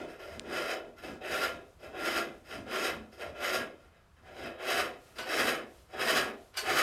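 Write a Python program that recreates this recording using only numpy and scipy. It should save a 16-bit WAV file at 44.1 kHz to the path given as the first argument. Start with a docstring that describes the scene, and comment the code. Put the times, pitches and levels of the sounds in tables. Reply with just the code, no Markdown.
"""In a plank-lined workshop a hook tool shaves a wooden bowl on a foot-driven pole lathe.
Each treadle stroke spins the bowl into the edge: fibres tear in a dense stream of random breaks that excite
resonances of frame, bowl and tool; between cuts come light rubs, some leading into a cut, and the cord hisses.
A dry snap and a few short squeaks of the edge stand out. Filtered noise makes the faint room air and the
treadle's rocking, and feedback delays make the echo."""
import sys
import numpy as np
from scipy import signal
from scipy.fft import rfft, irfft, next_fast_len
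from scipy.io import wavfile

SR = 44100
rng = np.random.default_rng(int(sys.argv[2]) if len(sys.argv) > 2 else 0)


def decibels_to_gain(level_db):
    """Convert a level in decibels to a linear amplitude gain (20 dB per decade)."""
    exponent = np.asarray(level_db, float) / 20
    return 10 ** exponent


def transcribe(signal):
    """Save signal, clipped to [-1, 1], as a 16-bit WAV file at the path in sys.argv[1]."""
    frames = np.atleast_2d(signal).T
    limited = np.clip(frames, -1, 1)
    pcm = np.round(limited * 32767).astype(np.int16)
    wavfile.write(sys.argv[1], SR, pcm)


N = 300762
TIME = np.arange(N) / SR   # [s]
COARSE_TIME = np.arange(0, N / SR + .002, .002)   # for slow level curves [s]

# Travel of the edge across the bowl: (time [s], share of the way [0-1])
EDGE_TRAVEL = [(0, 0), (3.6, 0), (4.6, 0.51), (6.82, 0.98)]
# Resonances of the timber frame, the bowl, the steel tool and the shaving:
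# (frequency [Hz], bandwidth [Hz], relative drive at start of travel [dB], at its end [dB])
FRAME_MODES = [(145.6, 16, -8, -7), (191, 55, -14.5, -33), (226, 26.5, 1, -1), (257, 133, -6, -6.5)]
BOWL_MODES = [(339, 18, -5, -8), (373, 18, -3, -6), (420, 30, -10, -10), (509, 20, -4, -5),
              (595, 30, -3, -6), (645, 25, -2.5, -0.5), (668, 25, -4, -3), (755, 24, -3, 0.5)]
TOOL_MODES = [(1090, 70, -11, -9), (1250, 50, -12, -5), (1352, 20, -3, -5), (1390, 25, 2.5, -4),
              (1490, 50, -9, -6), (1640, 30, -5, -5), (1722, 28, -9, -3), (1805, 25, -8, -2.5),
              (1843, 22, -7, -1.5), (2034, 40, -4, -6), (2115, 25, -8, -7), (2310, 100, -10, -7),
              (2610, 50, -5, -4), (3025, 45, -9, -5), (3110, 35, -9, -9), (3310, 60, -13, -10),
              (3770, 70, -13, -14), (3950, 100, -22, -19)]
SHAVING_MODES = [(4700, 100, -16, -14), (4960, 120, -11, -14), (5380, 250, -16, -17), (6640, 150, -19, -18),
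                 (7700, 250, -26, -24), (8500, 150, -23, -21), (9050, 250, -22, -22), (9500, 100, -24, -23),
                 (10900, 200, -29, -26), (11800, 300, -24, -25), (12700, 300, -27, -26),
                 (14900, 300, -34, -34)]
# Broad sound of tearing between the modes: (frequency [Hz], relative density [dB per Hz])
TEARING_SPECTRUM = [(59, -56), (100, -69), (373, 0.5), (461, 0), (662, -5), (991, -8.5), (1390, -0.5),
                    (1800, -0.5), (2370, -4.5), (3050, -6), (4290, -21.5), (4870, -25.5), (7140, -34),
                    (12100, -31.5), (16000, -48)]
# Catches of the edge in the wood: (time [s], drive level [dB], fade time [s], extra drive of high partials [dB])
BITES = [(5.183, -27.5, 0.039, -11), (6.54, -43.5, 0.044, -9), (6.57, -23, 0.026, -1.5)]
# Partials of the edge's short squeaks, near multiples of 1.49 kHz:
# (frequency [Hz], relative level [dB], T60 [s])
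SQUEAK_PARTIALS = [(1050, -7, .1), (1500, 1.5, .14), (2300, -8, .08), (2900, -0.5, .1), (4430, 1, .11),
                   (4800, -3, .03), (5920, -6, .05), (7440, -10, .06), (8414, -10, .06), (10500, -18, .06),
                   (11750, -18, .06)]
# One dry snap: (time [s], relative drive level [dB], frequency of its main hump [Hz])
SNAPS = [(0.3961, -21, 2750)]
# Air of the quiet workshop: (frequency [Hz], relative density [dB per Hz])
AIR_SPECTRUM = [(15, -47), (25, 3), (43, -9.5), (64, -5.5), (108, -22.5), (157, -62), (249, -50),
                (503, -58), (863, -24), (1290, -23), (1890, -31.5), (12500, -46.5), (16000, -59)]
# Decay of the echo: (frequency [Hz], T60 [s])
ROOM_T60 = [(100, 0.2), (500, 0.47), (2000, 0.15), (8000, 0.057), (16000, 0.024)]
# Runs of the cord with the edge off the wood: (middle [s], level [dB])
CORD_RUNS = [(.9, -78), (1.7, -72), (2.38, -71.5), (3.1, -75), (3.8, -77), (4.2, -82), (5.08, -64.5),
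             (5.77, -65.5), (6.44, -67)]
# Cutting strokes, meeting end grain twice a turn: (touch [s], delay to first end grain [s], half turn [s],
# depth at touch [dB], at first end grain [dB], at second [dB], frame offset [dB], bowl offset [dB])
CUTS = [(.455, .12, 0.14, -49, -37, -35.5, -3.2, 2.3), (1.219, 0.13, 0.089, -49.5, -34, -31.5, -5.5, 0.68),
        (1.94, 0.14, 0.1, -54, -33.5, -32.5, -1.5, 0.45),
        (2.668, 0.087, 0.11, -49.5, -35.5, -31.5, 0, -0.24),
        (3.359, 0.098, .095, -51.5, -34.5, -31.5, -3.5, -0.56),
        (4.591, .12, 0.09, -49.5, -32, -30.5, -5, 0.0015), (5.27, 0.14, 0.082, -37.5, -31, -30, -1, 1.3),
        (5.94, .16, 0.079, -49.5, -29, -28, 1, 0.95), (6.64, 0.058, 0.094, -42, -33, -27, -2.5, 0.38)]
# Light rubs, some leading into a cut:
# (touch [s], rise [s], hold [s], level [dB], bowl offset [dB], hiss offset [dB])
RUBS = [(-.05, 0.02, 0.013, -44.5, 5.5, -17), (0.072, 0.028, 0.022, -53, 2.5, -9),
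        (0.183, 0.019, 0.15, -52, 3, -9.5), (0.967, 0.017, 0.068, -55, -2, -8.5),
        (1.028, 0.0072, 0.046, -48.5, 3, -10), (1.798, 0.042, .03, -52, 3.5, -11),
        (2.464, 0.063, 0.014, -45, -1, -9.5), (3.12, 0.0073, .02, -58.5, 2.5, -5.5),
        (3.185, 0.03, 0.01, -43, 1.5, -11), (3.76, .04, 0.057, -68, -1.5, -11),
        (3.913, 0.015, 0.061, -68.5, -0.5, -16), (4.164, .003, 0.011, -67, -4, -17),
        (4.228, 0.038, .09, -57, 1.5, -15), (4.342, 0.082, 0.048, -45, 2, -13.5),
        (5.003, 0.059, .09, -66, -4, -12), (5.162, 0.03, 0.017, -44.5, -2, -6.5),
        (5.72, .03, 0.048, -71.5, 0, -12), (5.888, 0.018, 0.019, -59, 2.5, -7),
        (6.532, .025, .015, -51, -8, -18), (6.566, 0.012, 0.012, -43.5, -7, 1.5)]
# Answer of each part to a cut: (level at the usual depth [dB], share of the depth's swing [ratio],
# hold after second end grain at the usual depth [s], fall [dB/s], dip between end grains [dB])
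CUT_LAW = {"frame": (-53.5, 1, 0.13, 124, -5), "bowl": (-38, .5, -0.02, 120.5, 2.7),
           "tool": (-32.5, 1, -0.0478, 171.5, 5), "hiss": (-41.5, 1.5, -0.0349, 235, 4)}
# Answer of each part to a rub: (start below its top [dB], lateness of its top [s], fall [dB/s])
RUB_LAW = {"bowl": (11.3, 0.0041, 137), "tool": (13.3, 0.00088, 152), "hiss": (10.7, .001, 196)}
# Rocking of the treadle on the floor: (middle [s], rocking level [dB], frame level [dB])
ROCKS = [(.01, -65, -47.5), (.37, -54, -55), (.52, -66, -51.5), (1.11, -58, -50), (1.33, -61, -54.5),
         (1.52, -60, -63), (1.9, -58, -56), (2.15, -69, -63), (2.6, -53, -49.5), (2.98, -53, -60),
         (3.29, -60, -56.5), (3.6, -64, -55), (4.28, -70, -64), (4.45, -59, -51.5), (4.8, -57, -56),
         (5.22, -69, -57), (5.45, -58, -48), (6.0, -62, -73), (6.22, -61, -56), (6.72, -57, -61)]

BREAKS_PER_S = 6000
COUPLING_SPREAD_DB = 1.6   # wander of each mode's drive
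AIR_DB, TREADLE_REST_DB = -63.5, -66
ROCK_S, CORD_RUN_S = 0.048, 0.082   # standard deviations of the bell-shaped swells
USUAL_CUT_DB = -33
SWELL_POWER = 1.96   # above 1: a cut swells fast at first, then levels off
TOUCH_S = 0.02   # fade-in of a cut, complete at its touch
RUB_TOUCH_SHARE = 0.45   # fade-in of a rub, as a share of its rise
EARLY_TURN_RATIO = 1.16   # slower turning before the first end grain: the bowl is still gaining speed
HOLD_S_PER_DB = -0.0131   # a stronger second end grain shortens the hold


def rms_one(x):
    """Normalisation of signal power: scales to unit rms."""
    return x / np.sqrt(np.mean(x ** 2) + 1e-20)


def in_time(rows):
    """Linear interpolation in time: each column of a table becomes a curve."""
    times, *columns = np.transpose(rows)
    return [np.interp(TIME, times, column) for column in columns]


def at_hz(points, hz):
    """Logarithmic pitch scale: interpolates a spectrum along log frequency."""
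    table_hz, values = np.transpose(points)
    return np.interp(np.log(hz + 1), np.log(table_hz), values)


def coloured(x, spectrum):
    """Linear filtering: the spectrum is multiplied by a gain curve."""
    size = next_fast_len(N)
    hz = np.fft.rfftfreq(size, 1 / SR)
    return irfft(rfft(x, size) * decibels_to_gain(at_hz(spectrum, hz)), size)[:N]


def band(x, low_hz, high_hz):
    """Band limitation by a steep Butterworth filter."""
    sos = signal.butter(4, [low_hz, high_hz], "band", fs=SR, output="sos")
    return signal.sosfilt(sos, x)


def resonate(x, hz, width_hz):
    """Resonance of a damped oscillator: a pole pair with unit gain at its peak."""
    r = np.exp(-np.pi * width_hz / SR)
    feedback = [1, -2 * r * np.cos(2 * np.pi * hz / SR), r * r]
    return signal.lfilter([(1 - r * r) / 2, 0, (r * r - 1) / 2], feedback, x)


def drift(rate_hz):
    """Random fluctuation: noise through two equal low-pass poles, with unit rms."""
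    hop = 40   # samples between slow values
    r = np.exp(-2 * np.pi * rate_hz * hop / SR)
    noise = rng.standard_normal(N // hop + 2002)
    slow = signal.lfilter([1], [1, -2 * r, r * r], noise)[2000:]   # without the settling
    return np.interp(np.arange(N) / hop, np.arange(len(slow)), rms_one(slow))


def swells(rows, width_s):
    """Superposition of Gaussian envelopes from (middle [s], level [dB]) rows, as gain."""
    gain = sum(decibels_to_gain(db) * np.exp(-((COARSE_TIME - middle) / width_s) ** 2 / 2) for middle, db in rows)
    return np.interp(TIME, COARSE_TIME, gain)


def sudden(start, fade_s, rise_s):
    """Exponential relaxation: a quick rise, then a fade."""
    since = np.maximum(TIME - start, 0)
    return (1 - np.exp(-since / rise_s)) * np.exp(-since / max(fade_s, .004))


def room_air():
    """Stationary random noise: the steady air of the room."""
    return decibels_to_gain(AIR_DB) * rms_one(coloured(rng.standard_normal(N), AIR_SPECTRUM))


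def treadle_rocking():
    """Noise-driven resonance: a low hump under a broader band swells as the treadle rocks."""
    broad = band(rng.standard_normal(N), 99, 197)
    hump = decibels_to_gain(10) * resonate(rng.standard_normal(N), 74, 31)
    gain = decibels_to_gain(TREADLE_REST_DB) + swells(np.array(ROCKS)[:, :2], ROCK_S)
    return gain * rms_one(broad + hump)


def rub_power(part):
    """Addition of incoherent powers: all rubs as heard through one part."""
    t, total = COARSE_TIME, np.zeros(len(COARSE_TIME))
    if part not in RUB_LAW:
        return total
    start_below_db, late, fall = RUB_LAW[part]
    for touch, rise, hold, rub_db, bowl_db, hiss_db in RUBS:
        top = touch + rise + late
        db = rub_db + {"bowl": bowl_db, "hiss": hiss_db}.get(part, 0)
        db = db - start_below_db * np.clip((top - t) / max(top - touch, .002), 0, 1)
        db = db - fall * np.maximum(t - top - hold, 0)
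        fade_in = np.clip((t - touch) / max(RUB_TOUCH_SHARE * rise, .002) + 1, 0, 1)
        total += (decibels_to_gain(db) * fade_in) ** 2
    return total


def cut_power(part):
    """Periodic modulation by the grain: each cut swells, dips between end grains and decays."""
    t, total = COARSE_TIME, np.zeros(len(COARSE_TIME))
    usual_db, share, usual_hold, fall, dip_db = CUT_LAW[part]
    for touch, rise, half, touch_db, first_db, second_db, frame_db, bowl_db in CUTS:
        first = touch + rise
        second = first + half
        depth = np.interp(t, [first, second], [first_db, second_db])
        depth -= (first_db - touch_db) * np.clip((first - t) / rise, 0, 1) ** SWELL_POWER
        half_turn = np.where(t < first, EARLY_TURN_RATIO * half, half)
        # a negative dip raises the level between end grains
        dip = dip_db * np.sin(np.pi * (np.minimum(t, second) - first) / half_turn) ** 2
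        hold = max(usual_hold + HOLD_S_PER_DB * (second_db - USUAL_CUT_DB), 0)
        db = usual_db + share * (depth - USUAL_CUT_DB) - dip
        db -= fall * np.maximum(t - second - hold, 0)
        db += {"frame": frame_db, "bowl": bowl_db}.get(part, 0)
        total += (decibels_to_gain(db) * np.clip((t - touch) / TOUCH_S + 1, 0, 1)) ** 2
    return total


def effort(part):
    """Energy summation: level in dB of one part through all cuts and rubs."""
    power = 1e-10 + cut_power(part) + rub_power(part)
    return np.interp(TIME, COARSE_TIME, 10 * np.log10(power))


def breaks(spread_db, swell):
    """Random impulse process: fibres break with uneven sizes, more strongly where the grain swells."""
    sizes = decibels_to_gain(spread_db * np.minimum(rng.exponential(1, N), 5)) * rng.choice([-1, 1], N)
    born = rng.random(N) < BREAKS_PER_S / SR
    return rms_one(sizes * born * swell)


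def ringing(tearing, modes, level_db, edges_hz, broad_db):
    """Modal superposition: breaks drive modes whose coupling shifts with the edge; others sound broad."""
    travel = np.clip(in_time(EDGE_TRAVEL)[0], 0, 1)
    rung = np.zeros(N)
    for k, (hz, width, start_db, end_db) in enumerate(modes):
        drive_db = start_db + travel * (end_db - start_db) + COUPLING_SPREAD_DB * drift(6.7)
        rung += (-1) ** k * resonate(tearing[0] * decibels_to_gain(drive_db), hz, width)
    broad = band(coloured(tearing[1], TEARING_SPECTRUM), *edges_hz)
    return decibels_to_gain(level_db) * rms_one(rms_one(rung) + decibels_to_gain(broad_db) * rms_one(broad))


def fine_grain(x, share_db, t60):
    """High modal density: countless lesser timber modes act as a short decaying noise response."""
    t = np.arange(SR // 2) / SR
    lesser = rng.standard_normal(len(t)) * decibels_to_gain(-60 * t / t60)
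    lesser *= decibels_to_gain(share_db) / np.sqrt(np.sum(lesser ** 2))
    lesser = signal.sosfilt(signal.butter(2, 1500, "high", fs=SR, output="sos"), lesser)
    return x + signal.fftconvolve(x, lesser)[:N]


def cutting():
    """Common excitation: breaks on one swelling grain sound through frame, bowl, steel and shaving."""
    swell = decibels_to_gain(drift(18))
    pair = breaks(2.8, swell), breaks(2.86, swell)
    crossed = pair[::-1]   # neighbouring bands exchange the ringing and the broad stream
    # the rocking treadle shakes the frame too
    frame_gain = decibels_to_gain(effort("frame")) + swells(np.array(ROCKS)[:, ::2], ROCK_S)
    frame = ringing(pair, FRAME_MODES, 20 * np.log10(frame_gain), (150, 300), broad_db=-13)
    bowl = ringing(crossed, BOWL_MODES, effort("bowl"), (290, 880), broad_db=-3)
    tool = ringing(pair, TOOL_MODES, effort("tool"), (900, 4300), broad_db=-3)
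    shaving = ringing(crossed, SHAVING_MODES, effort("hiss"), (4300, 16200), broad_db=0)
    return fine_grain(frame + bowl + tool + shaving, share_db=-7, t60=.2)


def workshop(x):
    """Reverberation: ten feedback delays between the plank walls, dying faster in the treble."""
    size = next_fast_len(N + SR)
    hz = np.fft.rfftfreq(size, 1 / SR)
    t60, walls = at_hz(ROOM_T60, hz), 0
    for k, lag in enumerate(rng.uniform(.015, .045, 10)):   # [s]
        once = decibels_to_gain(-60 * lag / t60) * np.exp(-2j * np.pi * hz * lag)
        walls = walls + (-1) ** k * once / (1 - once)   # sum of all returns
    return irfft(rfft(x, size) * walls, size)[:N]


def snap():
    """Heavy damping: an impulse through two broad humps gives a click with no ring."""
    out = np.zeros(N)
    for start, drive_db, hz in SNAPS:
        click = np.zeros(N) + 1e-18
        click[round(start * SR)] = decibels_to_gain(drive_db + 16.5)
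        main = resonate(resonate(click, hz, 3000), hz, 3000)
        upper = resonate(resonate(click, 8200, 3000), 8200, 3000)
        out += main - decibels_to_gain(-10) * upper
    return out


def cord():
    """Amplitude modulation of noise: a bright hiss swells with each run of the cord."""
    # (frequency [Hz], relative density [dB per Hz])
    spectrum = [(1500, 1), (4000, 1.5), (9000, -1.5), (13000, -4.5), (16000, -17)]
    hiss = coloured(rng.standard_normal(N), spectrum)
    return swells(CORD_RUNS, CORD_RUN_S) * rms_one(hiss)


def bites():
    """Resonant filtering of a transient: a dying scrape and its tick sound the partials of a short squeak."""
    low, high = np.full(N, 1e-18), np.full(N, 1e-18)
    noise = rng.standard_normal((2, N))
    for start, drive_db, fade, bright_db in BITES:
        scrape = decibels_to_gain(drive_db) * sudden(start, fade, 0.00073) * noise
        scrape[:, round((start + .002) * SR)] += decibels_to_gain(drive_db + 13.5)   # the tick
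        low = low + scrape
        high = high + decibels_to_gain(bright_db) * scrape
    out = np.zeros(N)
    for k, (hz, level_db, t60) in enumerate(SQUEAK_PARTIALS):
        drive = low if k < 4 else high
        width_hz = np.log(1000) / np.pi / t60
        out += decibels_to_gain(level_db + 13) * resonate(drive[k % 2], hz, width_hz)
    # the scrape itself
    return out + decibels_to_gain(-6) * band(low[0], 600, 4800) + decibels_to_gain(-17.5) * band(high[1], 2700, 13600)


def scene():
    """Superposition of direct and reverberant sound: the lathe, its echo, a snap and the room beneath."""
    lathe = cutting() + bites() + cord()
    mix = lathe + decibels_to_gain(-11) * workshop(lathe) + snap() + room_air() + treadle_rocking()
    return mix[None]


def low_pass(x):
    """Removes everything above the highest recorded frequency."""
    return signal.sosfilt(signal.butter(12, 16470, fs=SR, output="sos"), x)


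def record(dry):
    """High-pass response of a small microphone: little deep bass."""
    mix = signal.sosfilt(signal.butter(3, 38, "high", fs=SR, output="sos"), dry)
    return low_pass(mix)


dry = scene()
out = record(dry)
transcribe(out)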